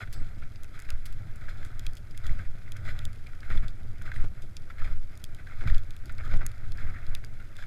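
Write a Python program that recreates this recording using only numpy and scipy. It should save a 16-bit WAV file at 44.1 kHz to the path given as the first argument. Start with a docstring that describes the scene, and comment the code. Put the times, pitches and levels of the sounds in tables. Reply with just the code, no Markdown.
"""A ski tourer climbs crusted snow in twelve strides, heard from a camera worn on the body.
In each stride the ski slides and bites, crunching by stick-slip and grain fracture; then the body
lurches and air buffets the housing. Loose metal gear clacks in the first two strides. From midway
the housing knocks on its mount and a hinge chirps twice; the sharpest crack comes near the end.
Throughout, snow creaks in shear, the crust snaps, footfalls jolt the camera and wind rumbles."""
import sys
import numpy as np
from scipy import signal
from scipy.fft import rfft, irfft, next_fast_len
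from scipy.io import wavfile
from scipy.ndimage import uniform_filter1d

SR = 44100
rng = np.random.default_rng(int(sys.argv[2]) if len(sys.argv) > 2 else 0)


def persist_wave(psi):
    """Save psi, clipped to +-1, as 16-bit WAV."""
    counts = np.round(np.clip(psi, -1, 1) * 32767).astype(np.int16)
    wavfile.write(sys.argv[1], SR, np.atleast_2d(counts).T)


N = 337806
TIME = np.arange(N) / SR

# Spectra of the crunch as coloured by the camera housing, and of friction on the ski base: f/Hz, level/dB
CRUNCH_SPECTRUM = [(300, -17.5), (470, -16.5), (590, -5.5), (760, -11), (900, -17.5), (1080, -15),
                   (1240, -3.5), (1520, -1), (1750, -7), (2180, -4.5), (2520, -12.5), (2850, -22)]
HISS_SPECTRUM = [(2850, -18), (3150, -3), (3450, 1.5), (3750, -4.5), (4120, -1), (4450, -13), (5000, -3.5),
                 (5650, -17.5), (6900, -11), (7830, -14.5), (8480, -20), (11500, -17.5), (14700, -27),
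                 (16000, -53)]
def skis(grain_db=-1.5, crunch_gain_db=0.08, rub_db=-56, creak_db=-48, dull_above_db=-67, dulling=0.073):
    """Stick-slip and brittle fracture: snow packs in spurts, which also make the ski base hiss."""
    crunch_db, hiss_db = ski_levels()
    packing = spurts(per_s=40, t60=0.12, depth=0.37)
    creaks = squeaks(per_s=120, low_hz=1200, high_hz=2404, swell_s=0.0019, spread_db=2.5, rough=0.079)
    breaks = coloured(grains(per_s=340, spread_db=1), CRUNCH_SPECTRUM)
    crunch = rms_one(coloured(creaks, CRUNCH_SPECTRUM)) + from_db(grain_db) * rms_one(breaks)
    crunch = evened(packing * crunch, window_s=0.067)
    # only a loaded ski makes the snow creak; a light one rubs over it
    rub = rubbing(rate_hz=15, spread_db=2.6, split_hz=1800)
    loaded = np.clip((crunch_db - rub_db) / (creak_db - rub_db), 0.25, 1)
    crunch = np.sqrt(loaded) * crunch + np.sqrt(1 - loaded) * rub
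    hiss = coloured(grains(per_s=3500, spread_db=3), HISS_SPECTRUM)
    hiss = from_db(hiss_db) * evened(packing * hiss, window_s=0.14)
    # load presses the snow shut, so the hiss grows duller as it grows louder
    open_share = from_db(-dulling * np.maximum(hiss_db - dull_above_db, 0))
    hiss = open_share * hiss + (1 - open_share) * filtered(hiss, "low", hz=4500, order=1)
    return from_db(crunch_db + crunch_gain_db) * crunch + hiss


# Light rubbing of the unloaded ski: t/s, base level/dB
GLIDE_CURVE = [(0.0, -68), (0.45, -58), (1.71, -54), (2.0, -59), (2.77, -55.5), (4.29, -60), (5.2, -58.5),
               (5.72, -54), (5.87, -56.5), (6.93, -52.5), (7.3, -58), (7.66, -53)]
# Slides and lurches: t/s, slide length/s, rub level/dB, lurch lag/s, buffet level/dB, rumble level/dB
STRIDE_EVENTS = [(0.142, 0.14, -56.5, 0.052, -34, -39), (0.774, 0.086, -55.5, 0.17, -33, -45.5),
                 (1.433, .25, -56, 0.062, -37.5, -47), (2.216, 0.24, -55, 0.08, -29, -37),
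                 (2.845, 0.15, -52.5, 0.066, -33, -36.5), (3.445, 0.14, -55, 0.125, -26.5, -37.5),
                 (4.03, 0.14, -57, 0.16, -28.5, -37), (4.811, 0.09, -52, 0.075, -24.5, -38),
                 (5.601, 0.16, -51, 0.11, -24, -34), (6.219, 0.086, -49.5, 0.11, -25.5, -35.5),
                 (6.742, 0.42, -56, 0.11, -32, -37.5), (7.56, .08, -62, 0.089, -40.5, -45)]
# The loaded ski bites into the snow: t/s, length/s, crunch level/dB, hiss level/dB
SKI_BITES = [(0.008, 0.011, -41.5, -53.5), (0.744, 0.013, -52, -58), (0.895, 0.026, -52.5, -66),
             (1.414, 0.023, -52, -63), (1.484, 0.031, -51, -61.5), (1.582, 0.025, -58.5, -61.5),
             (1.638, 0.015, -52, -70), (1.797, 0.089, -55.5, -67), (2.241, 0.07, -49.5, -61),
             (2.391, 0.019, -48, -64), (2.852, 0.047, -45, -54.5), (3.45, 0.053, -52.5, -71),
             (3.503, 0.064, -48.5, -58), (3.637, 0.016, -48.5, -64), (4.056, 0.03, -49, -61.5),
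             (4.138, 0.11, -52, -64), (4.35, 0.078, -59.5, -72), (4.788, 0.079, -49.5, -61.5),
             (5.39, 0.011, -52, -67), (5.489, 0.05, -51.5, -67), (5.674, 0.023, -43, -54),
             (6.194, 0.019, -45, -69), (6.31, 0.022, -44, -57.5), (6.411, 0.037, -47.5, -68),
             (6.785, 0.099, -50.5, -65), (6.847, 0.063, -52.5, -71), (6.943, 0.041, -49, -78),
             (7.591, 0.032, -49, -56.5)]
def ski_levels(slide_hiss_db=-12.5):
    """Friction noise follows load: the loudest of glide, slide and bite sets crunch and hiss, in dB."""
    glide_db = in_time(GLIDE_CURVE)
    crunch, hiss = glide_db - 3.5, glide_db - 16.5
    for s, length_s, rub_db, *_ in STRIDE_EVENTS:
        slide = rub_db + swell(s, length_s, rise_db_per_s=186, fall_db_per_s=118)
        crunch, hiss = np.maximum(crunch, slide), np.maximum(hiss, slide + slide_hiss_db)
    for s, length_s, crunch_db, hiss_db in SKI_BITES:
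        load = swell(s, length_s, rise_db_per_s=900, fall_db_per_s=382)
        crunch, hiss = np.maximum(crunch, crunch_db + load), np.maximum(hiss, hiss_db + load)
    return crunch, hiss


def spurts(per_s, t60, depth):
    """Relaxation: snow yields in spurts that start at once and decay, over a steady share."""
    starts = np.abs(grains(per_s, spread_db=4.5))
    return 1 + depth * signal.lfilter([1], [1, -from_db(-60 / (t60 * SR))], starts)


def squeaks(per_s, low_hz, high_hz, swell_s, spread_db, rough):
    """Stick-slip locks onto a pitch for milliseconds: a random stream of tiny squeaks."""
    out, t = np.zeros(N), TIME[:SR // 30]
    for when, pitch, length, strength in rng.random((int(per_s * N / SR), 4)):
        hz = low_hz * (high_hz / low_hz) ** pitch
        squeak = tone_burst(t, hz, swell_s * 2 ** (2 * length - 1), rough)
        add(out, when * N / SR, from_db(-spread_db * np.log(strength + 0.02)) * squeak)
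    return rms_one(out)


def rubbing(rate_hz, spread_db, split_hz):
    """Sliding friction: as the ski meets new snow, the low and high bands swell and fade separately."""
    rub = coloured(grains(per_s=5000, spread_db=2), CRUNCH_SPECTRUM)
    low = filtered(rub, "low", split_hz, order=3) * from_db(spread_db * drift(rate_hz))
    high = filtered(rub, "high", split_hz, order=3) * from_db(spread_db * drift(rate_hz))
    return rms_one(low + high)


# Snow gives way under the ski: t/s, peak level/dB, f/Hz, t60/s
SNOW_SLIPS = [(0.074, -42, 1480, 0.046), (0.42, -41.5, 1400, 0.12), (0.776, -45.5, 1450, 0.05),
              (0.791, -40, 1530, 0.06), (0.888, -36.5, 1650, 0.036), (1.483, -37, 1587, 0.08),
              (1.628, -38, 1640, 0.05), (2.146, -45, 2120, 0.045), (2.677, -43.5, 2100, 0.045),
              (2.762, -40, 1490, 0.054), (2.886, -33, 1560, 0.076), (3.263, -44, 2180, 0.12),
              (3.332, -42, 1380, 0.054), (3.430, -40, 1490, 0.039), (3.502, -35, 1300, 0.037),
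              (3.524, -37.5, 1890, 0.05), (3.574, -36.5, 3460, .06), (4.013, -39.5, 1460, 0.088),
              (4.06, -41, 2060, 0.093), (4.117, -28, 1586, 0.036), (4.159, -35.5, 1844, 0.077),
              (4.700, -36.5, 1340, 0.082), (4.783, -42.5, 1860, 0.042), (4.816, -38, 1280, 0.09),
              (4.872, -39, 1495, 0.088), (5.47, -40.5, 1525, 0.059), (5.609, -39, 1440, 0.06),
              (5.674, -38, 1330, 0.085), (5.699, -34.5, 1980, 0.019), (6.095, -36.5, 1475, 0.072),
              (6.312, -35.5, 1490, 0.071), (6.412, -37.5, 1390, 0.11), (6.780, -37.5, 1573, 0.099),
              (7.24, -36, 1540, 0.022), (7.399, -42.5, 1370, 0.084), (7.586, -40, 1450, 0.095),
              (7.636, -38, 1490, 0.043)]
# Spectrum of the dull creak: f/Hz, level/dB
CREAK_SPECTRUM = [(550, -13), (950, -28), (1120, -26), (1300, -22), (1600, 9), (2200, 10), (2850, -5.5),
                  (3450, -6.5), (5000, -20.5), (7000, -38)]
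def slips(swell_share=0.049, first_jerk=1.6, rasp_db=-13):
    """Shear failure: a layer slips with a jerk and a squeak, then smaller jerks rasp on the ski base."""
    out, t = np.zeros(N), TIME[:SR // 10]
    for s, db, hz, t60 in SNOW_SLIPS:
        jerks = grains(per_s=1500, spread_db=3.5, size=len(t)) * dying(t, t60)
        jerks[0] += first_jerk
        creak = struck(jerks, CREAK_SPECTRUM) + struck(jerks, HISS_SPECTRUM, rasp_db)
        squeak = tone_burst(t, hz, swell_share * t60, rough=0.078)
        add(out, s, from_db(db) * peak_one(squeak + creak))
    return out


# The crust snaps: t/s, crack level/dB, body level re crack before its boost/dB, body f/Hz, crumb t60/s
CRUST_SNAPS = [(0.5574, -65.5, 15.5, 4900, 0.031), (0.633, -41.5, -13.5, 3400, 0.018),
               (0.643, -46, -10, 2500, 0.012), (0.7915, -43, -16, 4700, 0.014),
               (0.7997, -40.5, -13, 4720, 0.016), (0.8207, -42, -18, 3400, 0.012),
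               (0.9029, -31.5, -9, 2700, 0.015), (1.358, -46, -21, 4780, 0.055),
               (1.648, -42, -11.5, 3330, 0.1), (1.7937, -35, -10.5, 3400, 0.011),
               (1.8655, -33.5, -2, 3470, 0.009), (1.9333, -46, -10, 4620, 0.021),
               (1.952, -46, -12, 4800, 0.03), (1.968, -44, -5.5, 3360, 0.075),
               (2.1096, -51, -4, 5000, 0.016), (2.1752, -35.5, -12, 2200, 0.021),
               (2.2656, -40, -6, 3400, 0.048), (2.7192, -37.5, -5.5, 3420, 0.017),
               (2.7668, -45, -6, 5100, 0.031), (2.9894, -39.5, -2, 3440, 0.012),
               (3.052, -31.5, -10, 3380, 0.0079), (3.13, -47.5, -10, 3590, 0.028),
               (3.269, -48, -4.5, 4500, 0.038), (3.404, -50.5, -4, 4800, 0.03), (3.574, -58, 4, 3460, 0.06),
               (3.681, -43.5, -1.5, 3700, 0.055), (4.02, -45, -13, 3520, 0.025),
               (4.42, -46.5, -9, 3460, 0.13), (4.567, -38.5, -4, 5360, 0.024),
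               (5.153, -53.5, -4, 4900, 0.04), (5.174, -42.5, -15, 3570, 0.013),
               (5.2399, -32.5, -8, 3270, 0.0071), (5.2483, -47, -6, 4800, 0.012),
               (5.347, -43.5, -10, 3270, 0.011), (5.745, -50, 6, 3450, 0.0085),
               (5.7805, -44, -6, 3450, 0.046), (5.906, -43.5, -5, 3400, 0.017),
               (5.9645, -41, -13, 3410, 0.011), (6.056, -43, -9.5, 5070, 0.036),
               (6.122, -45, -22, 3670, 0.027), (6.181, -49.5, 0.5, 4430, 0.012),
               (6.371, -44.5, -9, 3400, 0.012), (6.4638, -22.5, -31, 2050, 0.012),
               (6.5156, -49, -5, 3460, 0.025), (6.7195, -44.5, -1, 4150, 0.017),
               (6.773, -49.5, -1.5, 4700, 0.031), (7.066, -51, -1, 3820, 0.02),
               (7.1493, -32, -4, 3460, 0.0079), (7.246, -42.5, -5, 5000, 0.024),
               (7.566, -41.5, -9, 3370, 0.016)]
# Spectra of a snap's body and of its bright crack: f/Hz, level/dB
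BODY_SPECTRUM = [(600, -15), (1100, -28), (1500, -25), (2500, 3), (2900, -5.5), (3350, 0), (4200, -6),
                 (4900, 1), (5700, -12), (8000, -12)]
CRACK_SPECTRUM = [(3000, -24), (5500, -13), (6900, -3.5), (7900, -5), (8800, -9.5), (9700, -7.5),
                  (12000, -9), (15000, -22)]
def snaps(travel_s=0.0014, splinter_db=-1, crumb_db=-11, body_boost_db=9.5, knock_db=-14, lag_s=0.0006):
    """Brittle fracture: a crack runs through the crust and knocks on the ski, then crumbs scatter."""
    out, t = np.zeros(N), TIME[:SR // 10]
    # dispersion: the crust carries treble faster than bass, so the break arrives as a falling sweep
    sweep = (t < travel_s) * np.cos(np.pi * SR * t * (1 - t / (2 * travel_s)))
    for s, db, body_db, hz, t60 in CRUST_SNAPS:
        splinters = from_db(splinter_db) * rng.standard_normal(len(t)) * dying(t, t60=0.0053)
        crack = sweep + splinters
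        crumbs = grains(per_s=5400, spread_db=6.5, size=len(t)) * dying(t, t60)
        force = crack + from_db(crumb_db) * crumbs
        resonance = peaked(BODY_SPECTRUM, hz, peak_db=9.5, octaves=0.16)
        add(out, s + lag_s, struck(force, CRACK_SPECTRUM, db))
        add(out, s + lag_s, struck(force, resonance, db + body_db + body_boost_db))
        add(out, s + lag_s, struck(crack[:SR // 50], CREAK_SPECTRUM, db + knock_db))
    return out


# Footfalls: t/s, shudder level/dB, shudder f/Hz, lump level re shudder/dB
FOOTFALLS = [(0.012, -45, 110, 14), (0.19, -38, 123, -17), (0.915, -39, 86.5, -1.5), (1.482, -42, 113, 0),
             (2.390, -34.5, 97, -6.5), (2.885, -42, 95, 4), (3.502, -32.5, 85, 2), (3.543, -36, 138, -7),
             (3.623, -32, 111.6, -11), (4.232, -32, 105, -21), (4.876, -42.5, 102, 1),
             (5.654, -26, 112.7, -14.5), (6.334, -32.5, 124, -9), (6.428, -35, 85, -9)]
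def jolts(t60=0.093, shake_db=-7, mount_t60=0.12, rise_s=0.01, upper_hz=195, upper_db=-11):
    """Damped oscillation: a footfall shakes the camera on its springy mount and breaks lumps of crust."""
    out, t = np.zeros(N), TIME[:SR // 4]
    for s, db, hz, lumps_db in FOOTFALLS:
        modes = np.sin(2 * np.pi * hz * t) + from_db(upper_db) * np.sin(2 * np.pi * upper_hz * t)
        shudder = modes * dying(t, mount_t60) * (1 - np.exp(-t / rise_s))
        shake = filtered(rng.standard_normal(len(t)) * dying(t, t60), "low", hz=300, order=1)
        lumps = grains(per_s=820, spread_db=3, size=len(t)) * dying(t, t60)
        add(out, s, from_db(db) * (peak_one(shudder) + struck(shake, RUMBLE_SPECTRUM, shake_db)))
        add(out, s, struck(lumps, CRUNCH_SPECTRUM, db + lumps_db))
    return out


# The housing hits its mount as the ski lands: t/s, peak level/dB
HOUSING_KNOCKS = [(3.503, -33), (3.555, -32.5), (3.634, -42), (4.2428, -31.5), (4.2497, -33.5),
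                  (5.621, -34.5), (5.6293, -36.5), (5.639, -34), (6.279, -34), (6.3406, -29.5),
                  (6.3445, -35), (6.3579, -35), (6.3618, -32), (6.3672, -44), (6.394, -35.5),
                  (6.432, -34.5)]
def knocks(body_hz=170, t60=0.007, edge_hz=5000):
    """Impact: the housing slips and stops dead, making a pressure step that dies within one swing."""
    out, t = np.zeros(N), TIME[:SR // 20]
    step = np.cos(2 * np.pi * body_hz * t) * dying(t, t60)
    knock = peak_one(filtered(step, "low", edge_hz, order=1))
    for s, db in HOUSING_KNOCKS:
        add(out, s, from_db(db) * knock)
    return out


# Poles and bindings clack: t/s, peak level/dB, rattle t60/s, ring level re peak/dB
GEAR_CLACKS = [(0.1275, -35, .12, -19), (1.056, -34.5, 0.14, -31), (1.126, -40, 0.022, -37)]
# Spectrum of one contact: f/Hz, level/dB
CONTACT_SPECTRUM = [(1000, -5), (2000, 6.5), (3000, 1), (4800, 4.5), (6500, -1), (8500, -3), (11000, 2.5),
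                    (14000, -8), (16000, -12)]
# Modes of the metal: f/Hz, level/dB, t60/s
METAL_MODES = [(3620, -5, 0.35), (4190, -9, 0.55), (4750, -4.5, 0.28), (4980, -6, .25), (5300, -4, .2),
               (6270, -15.5, 0.32), (7472, -15, .3), (7970, -9, 0.42)]
def gear(bounce_s=0.0028, contact_t60=0.0052, scrape_db=-13, ring_flutter=0.6):
    """Modal ringing: loose metal chatters in a dying run of contacts, scrapes between them and rings on."""
    out, t = np.zeros(N), TIME[:SR // 2]
    for s, db, t60, ring_db in GEAR_CLACKS:
        force = np.full(len(t), from_db(scrape_db))
        gaps = bounce_s * rng.uniform(0.6, 1.4, size=6)
        for at in np.cumsum(gaps) - gaps[0]:
            force += (t >= at) * dying(np.abs(t - at), contact_t60)
        force *= dying(t, t60) * rng.standard_normal(len(t))
        add(out, s, struck(force, CONTACT_SPECTRUM, db))
        for hz, mode_db, mode_t60 in METAL_MODES:
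            mode = np.sin(2 * np.pi * hz * t) * dying(t, mode_t60)
            ring = peak_one(signal.fftconvolve(force, mode)[:len(t)])
            flutter = 1 + ring_flutter * drift(rate_hz=70)[:len(t)]
            add(out, s, from_db(db + ring_db + mode_db) * ring * flutter)
    return out


# A binding hinge chirps: t/s, peak level/dB
HINGE_CHIRPS = [(3.55, -64), (4.145, -61.5)]
def hinge(hz=8660):
    """Stick-slip: a dry hinge under load gives a short, high tone."""
    out, t = np.zeros(N), TIME[:SR // 2]
    for s, db in HINGE_CHIRPS:
        add(out, s, from_db(db) * tone_burst(t, hz, swell_s=0.017, rough=0.032))
    return out


def loose_crystals(body_db=-74, bright_db=-80, rattle_t60=0.013):
    """Shot noise: stray bits of ice land at random and rattle faintly on the skis."""
    falls = np.abs(grains(per_s=50, spread_db=1))
    envelope = signal.fftconvolve(falls, dying(TIME[:SR // 20], rattle_t60))[:N]
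    ticks = envelope * rng.standard_normal(N)
    body = from_db(body_db) * rms_one(coloured(ticks, BODY_SPECTRUM))
    return body + from_db(bright_db) * rms_one(coloured(ticks, CRACK_SPECTRUM))


def thumps(hz=33, swell_s=0.032):
    """Dynamic pressure: at the height of each lurch, air pushes on the housing in one deep thump."""
    out, t = np.zeros(N), TIME[:SR // 2]
    for s, _, _, lag_s, buffet_db, _ in STRIDE_EVENTS:
        add(out, s + lag_s - swell_s, from_db(buffet_db) * tone_burst(t, hz, swell_s, rough=0.04))
    return out


# Spectra of slow pressure swings, deep thuds, rumble and steady air hiss: f/Hz, level/dB
SWAY_SPECTRUM = [(3, -12.5), (6, -1), (10, 0.5), (15, -8.5)]
THUD_SPECTRUM = [(22, -1.5), (33, -3.5), (42, -12), (60, -11.5)]
RUMBLE_SPECTRUM = [(45, -15), (58, -11.5), (80, -5.5), (105, -3.5), (135, -15.5), (163, -21), (200, -25.5),
                   (300, -29.5), (457, -37.5), (700, -38), (900, -47)]
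AIR_SPECTRUM = [(200, 8.5), (600, -5.5), (1000, -9.5), (1500, -14), (2900, -15), (5000, -16.5), (8000, -20),
                (12000, -20.5), (13500, -23), (16000, -39)]
def wind(sway_gain_db=12.5, thud_gain_db=-2, rumble_gain_db=-0.5, split_hz=175, rush_share=0.66):
    """Turbulence: pressure on the housing sways, thuds and rumbles with each stride, over a faint hiss."""
    buffet_db, rumble_db, calm_db = wind_levels()
    sway = from_db(sway_gain_db) * evened(noise(SWAY_SPECTRUM), window_s=0.2)
    thud = from_db(thud_gain_db) * evened(noise(THUD_SPECTRUM), window_s=0.025)
    buffet = filtered(from_db(buffet_db) * (sway + thud), "low", hz=70, order=4)
    lumpy = rng.standard_normal(N) * from_db(3.5 * drift(rate_hz=22))
    rumble = evened(coloured(lumpy, RUMBLE_SPECTRUM), window_s=0.071)
    # a gust swells mostly in the bass: the rush above it takes only a share of the swing in dB
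    rush_db = calm_db + rush_share * (rumble_db - calm_db)
    bass = from_db(rumble_db) * filtered(rumble, "low", split_hz, order=3)
    rush = from_db(rush_db) * filtered(rumble, "high", split_hz, order=3)
    air = from_db(-63) * rms_one(noise(AIR_SPECTRUM))
    return buffet + from_db(rumble_gain_db) * (bass + rush) + air


# The breeze under the strides: t/s, base level/dB
BREEZE_CURVE = [(0.0, -46), (0.34, -46.5), (0.89, -53), (1.6, -45.5), (2.1, -49.5), (2.67, -47.5),
                (3.33, -51), (4.1, -45.5), (4.65, -50.5), (5.42, -49), (5.87, -49), (6.6, -49), (7.25, -47),
                (7.66, -53.5)]
# Puffs of wind between the lurches: t/s, buffet level/dB, rumble level/dB
WIND_GUSTS = [(0.43, -40, -46), (1.09, -34.5, -46.5), (1.23, -42, -38.5), (1.86, -36.5, -40.5),
              (2.44, -33, -44), (2.82, -48, -36.5), (3.06, -37.5, -36.5), (3.89, -45, -38.5),
              (6.08, -37, -42), (6.22, -34.5, -38), (6.45, -34, -38.5), (6.69, -33, -39),
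              (6.89, -35, -37.5), (7.09, -31.5, -40.5)]
def wind_levels():
    """Flow noise follows airspeed: lurches and gusts lift buffet and rumble above the breeze, in dB."""
    breeze_db = in_time(BREEZE_CURVE)
    buffet, calm = breeze_db + 5, breeze_db + 2.5
    rumble = calm
    lurches = [(s + lag_s, *levels) for s, _, _, lag_s, *levels in STRIDE_EVENTS]
    for s, buffet_db, rumble_db in lurches + list(WIND_GUSTS):
        buffet = np.maximum(buffet, buffet_db + swell(s, 0, rise_db_per_s=110, fall_db_per_s=89))
        rumble = np.maximum(rumble, rumble_db + swell(s, 0, rise_db_per_s=72.5, fall_db_per_s=72.5))
    return buffet, rumble, calm


def grains(per_s, spread_db, size=N):
    """Poisson impulses: ice bonds break at random moments, most weakly and a few strongly."""
    strength = from_db(spread_db * np.minimum(rng.exponential(1, size), 4))
    return (rng.random(size) < per_s / SR) * strength * rng.choice([-1, 1], size)


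def tone_burst(t, hz, swell_s, rough):
    """Phase diffusion: a tone wavers by a random walk as it swells to a peak at swell_s and fades."""
    cycles = hz * t + rough * np.cumsum(rng.standard_normal(len(t))) * np.sqrt(hz / SR)
    age = t / max(swell_s, 2e-4)
    return (age * np.exp(1 - age)) ** 2 * np.sin(2 * np.pi * cycles)


def drift(rate_hz, hop=40, settle=2000):
    """Low-passed noise: a slow random curve of rms 1, drawn once every hop samples."""
    pole = np.exp(-2 * np.pi * hop * rate_hz / SR)
    white = rng.standard_normal(N // hop + settle + 2)
    slow = signal.lfilter([1], [1, -2 * pole, pole * pole], white)[settle:]
    return np.interp(np.arange(N) / hop, np.arange(len(slow)), rms_one(slow))


def coloured(x, spectrum):
    """Minimum-phase filter: x passes through a body whose spectrum falls 48 dB/octave past its ends."""
    size = 2 * next_fast_len(len(x) * 3 // 5)
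    hz, db = np.transpose(spectrum)
    octave = np.log2(np.maximum(np.arange(size // 2 + 1) * SR / size, 1))
    beyond = np.abs(octave - np.clip(octave, np.log2(hz[0]), np.log2(hz[-1])))
    shape_db = np.maximum(np.interp(octave, np.log2(hz), db) - 48 * beyond, -100)
    # folding the cepstrum onto positive time makes the response causal
    cepstrum = irfft(np.log(from_db(shape_db)))
    cepstrum[1:size // 2] *= 2
    cepstrum[size // 2 + 1:] = 0
    return irfft(rfft(x, size) * np.exp(rfft(cepstrum)))[:len(x)]


def struck(force, spectrum, peak_db=0):
    """Forced response of a body, scaled to a peak level."""
    return from_db(peak_db) * peak_one(coloured(force, spectrum))


def noise(spectrum):
    """Gaussian noise shaped by a spectrum."""
    return coloured(rng.standard_normal(N), spectrum)


def peaked(spectrum, hz, peak_db, octaves):
    """Resonance: a spectrum with one peak added at hz."""
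    points, db = np.transpose(spectrum)
    fine = np.geomspace(points[0], points[-1], 120)
    bump = peak_db / (1 + (np.log2(fine / hz) / octaves) ** 2)
    return np.column_stack([fine, np.interp(np.log(fine), np.log(points), db) + bump])


def filtered(x, kind, hz, order):
    """Maximally flat low-pass or high-pass."""
    return signal.sosfilt(signal.butter(order, hz, kind, fs=SR, output="sos"), x)


def evened(x, window_s):
    """Running normalisation: hold the rms at 1 over the window, leaving finer grain alone."""
    power = uniform_filter1d(x ** 2, int(window_s * SR))
    return x / np.sqrt(np.maximum(power, 0) + 1e-4 * np.mean(x ** 2))


def swell(start, hold_s, rise_db_per_s, fall_db_per_s):
    """Attack, hold and release, in dB re the top."""
    before, after = np.maximum(start - TIME, 0), np.maximum(TIME - start - hold_s, 0)
    return -rise_db_per_s * before - fall_db_per_s * after


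def dying(t, t60):
    """Exponential decay of 60 dB in t60."""
    return np.exp(-np.log(1000) * t / t60)


def from_db(db):
    """Decibels to gain."""
    return 10 ** (np.asarray(db) / 20)


def rms_one(x):
    """Scale to an rms of 1."""
    return x / np.sqrt(np.mean(x ** 2) + 1e-20)


def peak_one(x):
    """Scale to a peak of 1."""
    return x / (np.abs(x).max() + 1e-20)


def in_time(curve):
    """Linear interpolation of a curve at every sample."""
    return np.interp(TIME, *np.transpose(curve))


def add(out, s, sound):
    """Mix a sound in from time s."""
    at = int(np.clip(s * SR, 0, N - 1))
    out[at:at + len(sound)] += sound[:N - at]


def scene():
    """Superposition in a free field: open snow gives no echo, so the sources add dry."""
    snow = skis() + slips() + snaps() + loose_crystals()
    equipment = gear() + hinge() + jolts() + knocks()
    return (snow + equipment + thumps() + wind())[None, :]


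def record(dry, cutoff_hz=16300):
    """Band limiting: an elliptic low-pass cuts the top steeply."""
    return signal.sosfilt(signal.ellip(10, 0.1, 80, cutoff_hz, fs=SR, output="sos"), dry)


dry = scene()
out = record(dry)
persist_wave(out)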